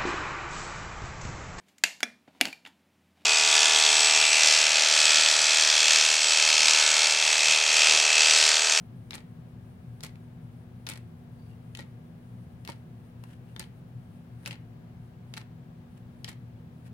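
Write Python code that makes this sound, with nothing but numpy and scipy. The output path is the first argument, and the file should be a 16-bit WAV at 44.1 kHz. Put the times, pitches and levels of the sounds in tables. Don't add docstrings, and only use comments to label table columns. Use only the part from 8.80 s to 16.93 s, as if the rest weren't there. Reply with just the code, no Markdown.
import sys
import numpy as np
from scipy import signal
from scipy.fft import rfft, irfft, next_fast_len
from scipy.io import wavfile
from scipy.ndimage import map_coordinates

SR = 44100
rng = np.random.default_rng(int(sys.argv[2]) if len(sys.argv) > 2 else 0)


def pcm_store(signal):
    levels = np.round(np.clip(np.atleast_2d(signal), -1, 1) * 32767)
    wavfile.write(sys.argv[1], SR, levels.astype(np.int16).T)


N = 358533


def amp(db):
    return 10 ** (np.asarray(db) / 20)


def unit(x):
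    return x / np.sqrt(np.mean(x ** 2) + 1e-20)


def along(points, hz):
    points_hz, values = np.transpose(points)
    return np.interp(np.log(hz + 1), np.log(points_hz + 1), values)


def wobble(rate):
    knots = rng.standard_normal(int(N * rate / SR) + 4)
    return map_coordinates(knots, [np.arange(N) * rate / SR])


def swell(t, centre_s, length_s):
    return np.exp(-2 * ((t - centre_s) / length_s) ** 2)


def resonance(hz, centre_hz, boost_db, octaves):
    return boost_db / (1 + (np.log2((hz + 1) / centre_hz) / octaves) ** 2)


def filtered(x, response):
    size = next_fast_len(N + SR // 2)
    return irfft(rfft(x, size) * response(np.fft.rfftfreq(size, 1 / SR)), size)[..., :N]


def pulse(level_db, size=1024):
    cepstrum = irfft(np.log(amp(level_db(np.fft.rfftfreq(size, 1 / SR)))))
    cepstrum[1:size // 2] *= 2
    cepstrum[size // 2 + 1:] = 0
    return irfft(np.exp(rfft(cepstrum)))


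def burst(t, t60, chatter_db):
    lumps = np.interp(t, np.arange(128) * .002, rng.standard_normal(128))
    noise = rng.standard_normal((2, len(t))) * amp(chatter_db * lumps - 60 * t / t60)
    return noise / np.linalg.norm(noise, axis=1, keepdims=True)


def ringing(modes, t, spread_db):
    hz, db, t60 = np.transpose(modes)[:, :, None]
    strength_db = db + spread_db * rng.standard_normal(hz.shape)
    phase = rng.uniform(0, 2 * np.pi, hz.shape)
    mic_phase = np.minimum(hz / 1200, np.pi) * rng.standard_normal((2, len(modes), 1))
    envelope = amp(strength_db - 60 * t / t60)
    return np.sum(envelope * np.sin(2 * np.pi * hz * t + phase + mic_phase), axis=1)


def add(track, start_s, x):
    part = track[:, round(start_s * SR):][:, :x.shape[1]]
    part += x[:, :part.shape[1]]


# frequency_hz, correlation
MIC_LIKENESS = [(60, 0.89), (130, 1), (290, 0.81), (640, 0.014), (1410, -0.076), (3100, -0.034),
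                (6820, -0.061), (15000, -0.017)]
# frequency_hz, left_minus_right_db
MIC_BALANCE = [(60, 1.5), (120, 3.5), (240, -3), (480, 3), (950, 3.5), (1890, 5), (3770, 0), (7520, 3.5),
               (15000, 1.5)]

def stereo_noise(spectrum):
    def mid_side_gains(hz):
        angle = np.arccos(np.clip(along(MIC_LIKENESS, hz), -1, 1)) / 2
        return amp(along(spectrum, hz)) * np.array([np.cos(angle), np.sin(angle)])

    mid, side = filtered(rng.standard_normal((2, N)), mid_side_gains)
    pair = np.array([mid + side, mid - side])
    return unit(filtered(pair, lambda hz: amp(np.outer([.5, -.5], along(MIC_BALANCE, hz)))))


# frequency_hz, t60_s
ROOM_DECAY = [(300, 0.2), (2000, 0.27), (5000, 0.17), (12000, 0.16)]

def in_room(x, wet_db):
    hz, t, noise = signal.stft(rng.standard_normal((2, SR // 4)), SR, nperseg=256)
    decay = amp(-60 * t / along(ROOM_DECAY, hz)[:, None])
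    build_up = 1 - np.exp(-t / 0.011)
    tail = signal.istft(noise * decay * build_up, SR, nperseg=256)[1]
    answer = amp(wet_db) * tail / np.linalg.norm(tail[0])
    answer[:, 0] += 1
    return signal.fftconvolve(x, answer, axes=1)


# pitch_hz, level_db
HUM_PARTIALS = [(120, -53.5), (181, -61.5), (240, -56.5), (363, -71), (454, -80.5), (480, -76.5),
                (505, -81), (727, -77.5), (1637, -83.5)]
# frequency_hz, relative_db
RUMBLE_SPECTRUM = [(20, -24), (43, -28.5), (55, -12), (70, -15.5), (88, -4.5), (99, -11), (113, 2),
                   (130, -1.5), (143, -8.5), (163, -0.5), (176, -7.5), (195, -10), (260, -19), (400, -24),
                   (700, -29), (1500, -67)]
HISS_SPECTRUM = [(200, -13), (500, -1.5), (800, 1.5), (1200, -3.5), (1700, -7), (3000, -11.5),
                 (6000, -21.5), (8000, -24), (12500, -24.5), (15500, -20.5)]

def room_tone():
    t = np.arange(N) / SR
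    hum = np.zeros(N)
    for hz, db in HUM_PARTIALS:
        peak = np.sqrt(2) * amp(db + 1.35 * wobble(2.8))
        hum += peak * np.sin(2 * np.pi * hz * t + 0.3 * wobble(3.3))
    rumble = amp(-46.5) * stereo_noise(RUMBLE_SPECTRUM)
    hiss = amp(-63.5 + 0.13 * wobble(5.5)) * stereo_noise(HISS_SPECTRUM)
    return hum * amp([[.8], [-.8]]) + rumble + hiss


# time_s, level_db
ARBOR_LEVELS = [(0.0, -81), (5.5, -80.5), (6.0, -92), (8.13, -85)]
# frequency_hz, relative_db
ARBOR_SPECTRUM = [(4000, -16), (7800, -14.5), (8900, -2), (9600, -2), (10400, -10), (11500, -6),
                  (13000, -13), (16000, -26)]
# before_beat_s, length_s, level_db
PALLET_SLIDES = [(0.314, 0.088, -78.5), (0.029, 0.13, -77)]
FIRST_BEAT_S, BEAT_S = 0.31, 0.893

def arbors_and_slides():
    t = np.arange(N) / SR
    arbors = amp(np.interp(t, *np.transpose(ARBOR_LEVELS)) + 2.2 * wobble(22))
    beats = np.arange(FIRST_BEAT_S, N / SR + BEAT_S, BEAT_S)
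    slides = sum(amp(db) * swell(t, beat_s - lead_s, length_s)
                 for beat_s in beats for lead_s, length_s, db in PALLET_SLIDES)
    return np.hypot(arbors, slides) * stereo_noise(ARBOR_SPECTRUM)


# centre_s, length_s, level_db, peak_hz, peak_boost_db
NOISE_SWELLS = [(2.638, 0.092, -76.5, 4670, 20), (2.713, 0.057, -77.5, 2800, 21),
                (4.52, 0.059, -63, 2900, 8), (4.695, 0.051, -72, 2800, 14), (5.65, 0.063, -65, 9500, 10),
                (7.177, .015, -65, 2880, 10), (8.068, 0.024, -61, 2070, 0)]
# frequency_hz, relative_db
SWELL_SPECTRUM = [(500, -31), (1500, 0), (3000, -8), (6500, -15.5), (9500, -12), (15000, -22)]

def grainy_swells():
    out, t = np.zeros((2, N)), np.arange(N) / SR
    grain = unit(amp(3 * wobble(300)))
    noise = grain * stereo_noise(SWELL_SPECTRUM)
    for centre_s, length_s, db, peak_hz, boost_db in NOISE_SWELLS:
        shaped = amp(db) * swell(t, centre_s, length_s) * noise
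        out += filtered(shaped, lambda hz: amp(resonance(hz, peak_hz, boost_db, octaves=0.084)))
    return out


# pitch_hz, relative_db, t60_s
FRAME_MODES = [(207, 2, 0.064), (310, -6.5, 0.089), (347, -16, 0.12), (494, -17.5, 0.078), (560, -2, 0.065),
               (633, -27, 0.035), (888, -10.5, 0.086)]
# start_s, touch_db, touch_snap_db, catch_hz, seat_db,
# seat_hz, lock_delay_s, lock_db, lock_snap_db, rattle_db, thud_db, low_hz, low_db, high_hz, high_db
WHEEL_LANDINGS = [(0.339, -33, 0, 2300, -30.5, 1400, 0.0140, -30.5, 1, -31, -39.5, 1292, -46, 1880, -45),
                  (1.2354, -25, -0.5, 4700, -34, 1000, 0.012, -30.5, -1.5, -35, -49, 1373, -52, 1940, -49.5),
                  (2.0889, -24.5, 2.5, 2500, -34, 1450, 0.0090, -26.5, 1, -25, -40, 1348, -41, 1940, -44),
                  (2.985, -47, -10, 1950, -30.5, 860, 0.0072, -34.5, -7, -32, -39, 870, -46, 1894, -42),
                  (3.886, -32, -10, 1900, -28, 900, 0.013, -29, -4.5, -34, -40, 915, -36, 1860, -47),
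                  (4.7953, -25, 2.5, 4640, -34.5, 905, 0.0097, -32, -18, -30, -43.5, 1750, -45, 2660, -53),
                  (5.666, -33, -16, 2800, -28.5, 1410, 0.0093, -26.5, 1, -43, -38, 1314, -50, 1835, -50),
                  (5.7092, -26.5, -13, 2890, -32, 2100, 0.0088, -35, -9, -38, -46, 1814, -48, 2116, -45),
                  (6.5671, -33, -7, 1420, -26.5, 1950, 0.0098, -25.5, -6, -38, -44.5, 1820, -46, 2036, -48),
                  (7.4785, -34, -8, 1950, -27.5, 1830, 0.0102, -32, 1, -35, -45, 1744, -44, 2110, -46)]
SEAT_DELAY_S, THUD_DELAY_S = 0.0046, 0.00502

def frame():
    out, t = np.zeros((2, N)), np.arange(SR // 4) / SR
    attack = 1 - np.exp(-t / 0.001)
    for start_s, *_, thud_db, _, _, _, _ in WHEEL_LANDINGS:
        thud = attack * ringing(FRAME_MODES, t, spread_db=1.5)
        add(out, start_s + THUD_DELAY_S, amp(thud_db - 3.5) * thud)
    return in_room(out, wet_db=-8)[:, :N] * amp([[1.5], [-1.5]])


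def pins(low_t60_s=0.056, high_t60_s=0.087, attack_s=0.0026):
    out, t = np.zeros((2, N)), np.arange(SR // 4) / SR
    attack = 1 - np.exp(-t / attack_s)
    for start_s, *_, low_hz, low_db, high_hz, high_db in WHEEL_LANDINGS:
        notes = [(low_hz, low_db, low_t60_s), (high_hz, high_db, high_t60_s)]
        add(out, start_s + SEAT_DELAY_S, attack * ringing(notes, t, spread_db=1))
    return in_room(out, wet_db=-12.5)[:, :N] * amp([[1.2], [-1.2]])


# pitch_hz, relative_db, t60_s
WHEEL_MODES = [(857, -10.5, 0.078), (1030, -22, 0.096), (1328, -21, 0.12), (1416, -16, 0.076),
               (1783, -18.5, 0.13), (1924, -13, 0.064), (2175, -11, 0.056), (2300, -18.5, 0.06),
               (2670, -17.5, 0.046), (4050, -9, 0.035), (4360, -12, 0.038), (5850, -21, 0.024),
               (9400, -22, 0.037)]

def contact(spectrum, knock_db, snap_db, spots, crack_db, crack_t60, scatter_db, scatter_t60,
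            ring_db, right_db, right_lag_s):
    t = np.arange(SR // 7) / SR
    crack = amp(crack_db) * burst(t, crack_t60, chatter_db=2)
    crack[:, 0] += amp([0, right_db])
    spot = pulse(lambda hz: sum(resonance(hz, spot_hz, db, octaves=0.16) for spot_hz, db in spots))
    blow = signal.fftconvolve(crack, spot[None], axes=1)[:, :len(t)]
    blow += amp(scatter_db) * burst(t, scatter_t60, chatter_db=3.5)
    blow += amp(ring_db) * ringing(WHEEL_MODES, t, spread_db=1)
    blow[1] = np.interp(t - right_lag_s, t, blow[1], left=0)
    hardness = [(1000, knock_db), (2200, 0), (4500, 0), (8000, snap_db)]
    colour = pulse(lambda hz: along(spectrum, hz) + along(hardness, hz))
    return signal.fftconvolve(blow, colour[None], axes=1)


# start_s, level_db, knock_db, snap_db, pitch_hz, overtone_hz, overtone_db
PALLET_TICKS = [(0.3079, -25, -11, -14.5, 3930, 2930, 4), (0.322, -37, 2, -14, 2200, 4200, 4),
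                (0.3323, -26.5, -5, -29, 3500, 3900, 0), (1.207, -38.5, -5, -7, 3800, 5000, 4),
                (1.231, -37, -7, -8, 4500, 2200, 2), (1.3566, -44, -10, -15, 2200, 3800, 1),
                (2.0672, -26, -9, -14, 3800, 5800, 6), (2.0706, -25, -2, -13, 3860, 2300, 5),
                (2.9507, -27.5, -17, -15, 2880, 7400, 1), (2.9725, -32.5, -7, -10, 3700, 7200, 9),
                (3.8505, -36.5, -6, -7.5, 2880, 4100, 6), (3.8607, -46, -2, -14, 2700, 1900, 3),
                (3.8758, -28, -1, -12, 2250, 4530, 9), (4.4382, -39, 3.5, -8, 2760, 1700, 9),
                (4.7631, -30.5, -2.5, -18, 3500, 1900, 8), (5.6534, -39, -14, -18, 3300, 2200, 3),
                (5.6603, -21, -14, -14.5, 2480, 4500, 5), (5.6668, -30.5, -5, -15, 2600, 1900, 3),
                (6.5388, -26, -10, -13.5, 3270, 4200, 2.5), (7.445, -22.5, -12.5, -13.5, 3150, 4200, 3.5)]
# frequency_hz, relative_db
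TICK_SPECTRUM = [(50, -29), (150, -5), (400, -0.5), (800, -2.5), (1500, 0), (2600, 3), (4000, 0),
                 (5300, 0.5), (7500, -2.5), (9200, -1), (15000, -10.5)]

def pallet(spot_boost_db=10.5):
    out = np.zeros((2, N))
    for start_s, db, knock_db, snap_db, pitch_hz, overtone_hz, overtone_db in PALLET_TICKS:
        spots = [(pitch_hz, spot_boost_db), (overtone_hz, overtone_db)]
        tick = contact(TICK_SPECTRUM, knock_db + 9, snap_db + 8, spots,
                       crack_db=2, crack_t60=0.013, scatter_db=-2.5, scatter_t60=0.05,
                       ring_db=-24, right_db=-2.5, right_lag_s=12 / SR)
        add(out, start_s, amp(db + 7.5) * in_room(tick, wet_db=-12))
    return out * amp([[1.5], [-1.5]])


# start_s, relative_db, snap_db, pitch_hz
WHEEL_REBOUNDS = [(0.3475, -34, 2, 4300), (0.3803, -34, -12, 2300), (0.387, -42, -16, 2000),
                  (0.404, -43.5, -12, 2200), (1.256, -34, -16, 2200), (1.2642, -33.5, -5, 2000),
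                  (1.2925, -47, -10, 2100), (2.1167, -30.5, -6, 2300), (2.125, -33, -15, 2500),
                  (2.1357, -32, -6, 2000), (2.157, -36, -7, 2100), (2.1612, -40, -12, 3000),
                  (2.1747, -36.5, -4, 2100), (3.005, -36, -5, 2100), (3.026, -42, -13, 2100),
                  (3.9198, -36, -10, 3100), (3.9285, -41, -14, 2400), (3.9583, -51, -12, 2100),
                  (4.8248, -40, -20, 2500), (4.8396, -37.5, -16, 3300), (5.685, -38, -8, 2800),
                  (5.728, -32, -9, 2300), (5.7418, -41, -16, 2300), (5.7555, -43, -14, 2200),
                  (6.6065, -42, -12, 2000), (6.6134, -37.5, -14, 2300), (7.4924, -32, -2.5, 2100),
                  (7.503, -39, -12, 3000), (7.516, -39, -14, 2100), (7.529, -42.5, -6, 2100)]
HOLLOW_HZ, KNOCK_DB_PER_OCTAVE = 894, -9
RATTLES, RATTLE_S, RATTLE_FADE_DB = 4, 0.04, 10

def wheel_blows():
    for (start_s, touch_db, touch_snap_db, catch_hz, seat_db, seat_hz,
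         lock_delay_s, lock_db, lock_snap_db, rattle_db, *_) in WHEEL_LANDINGS:
        yield start_s, touch_db, -12, touch_snap_db, catch_hz
        seat_knock_db = -1 + KNOCK_DB_PER_OCTAVE * np.log2(seat_hz / HOLLOW_HZ)
        yield start_s + SEAT_DELAY_S, seat_db, seat_knock_db, -15.5, seat_hz
        yield start_s + lock_delay_s, lock_db, -9, lock_snap_db, catch_hz
        for share in (np.arange(RATTLES) + rng.random(RATTLES)) / RATTLES:
            yield start_s + share * RATTLE_S, rattle_db - share * RATTLE_FADE_DB, -18, -14, 2250
    for start_s, db, snap_db, pitch_hz in WHEEL_REBOUNDS:
        yield start_s, db, -8, snap_db, pitch_hz


# frequency_hz, relative_db
CLACK_SPECTRUM = [(50, -36), (150, 10.5), (400, -0.5), (1000, -1), (2000, 2), (3200, 3), (4300, 2),
                  (6000, -2), (9200, -1), (12000, -8), (15500, -14.5)]

def wheel(spot_boost_db=8):
    out = np.zeros((2, N))
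    for start_s, db, knock_db, snap_db, pitch_hz in wheel_blows():
        clack = contact(CLACK_SPECTRUM, knock_db + 11.5, snap_db + 4.5, [(pitch_hz, spot_boost_db)],
                        crack_db=6.5, crack_t60=0.02, scatter_db=3, scatter_t60=0.035,
                        ring_db=-20.5, right_db=-5, right_lag_s=6 / SR)
        add(out, start_s, amp(db + 4) * in_room(clack, wet_db=-14))
    return out * amp([[.7], [-.7]])


def scene():
    return room_tone() + arbors_and_slides() + grainy_swells() + frame() + pins() + pallet() + wheel()


def record(dry, top_hz=16100):
    return filtered(dry, lambda hz: hz < top_hz)


dry = scene()
out = record(dry)
pcm_store(out)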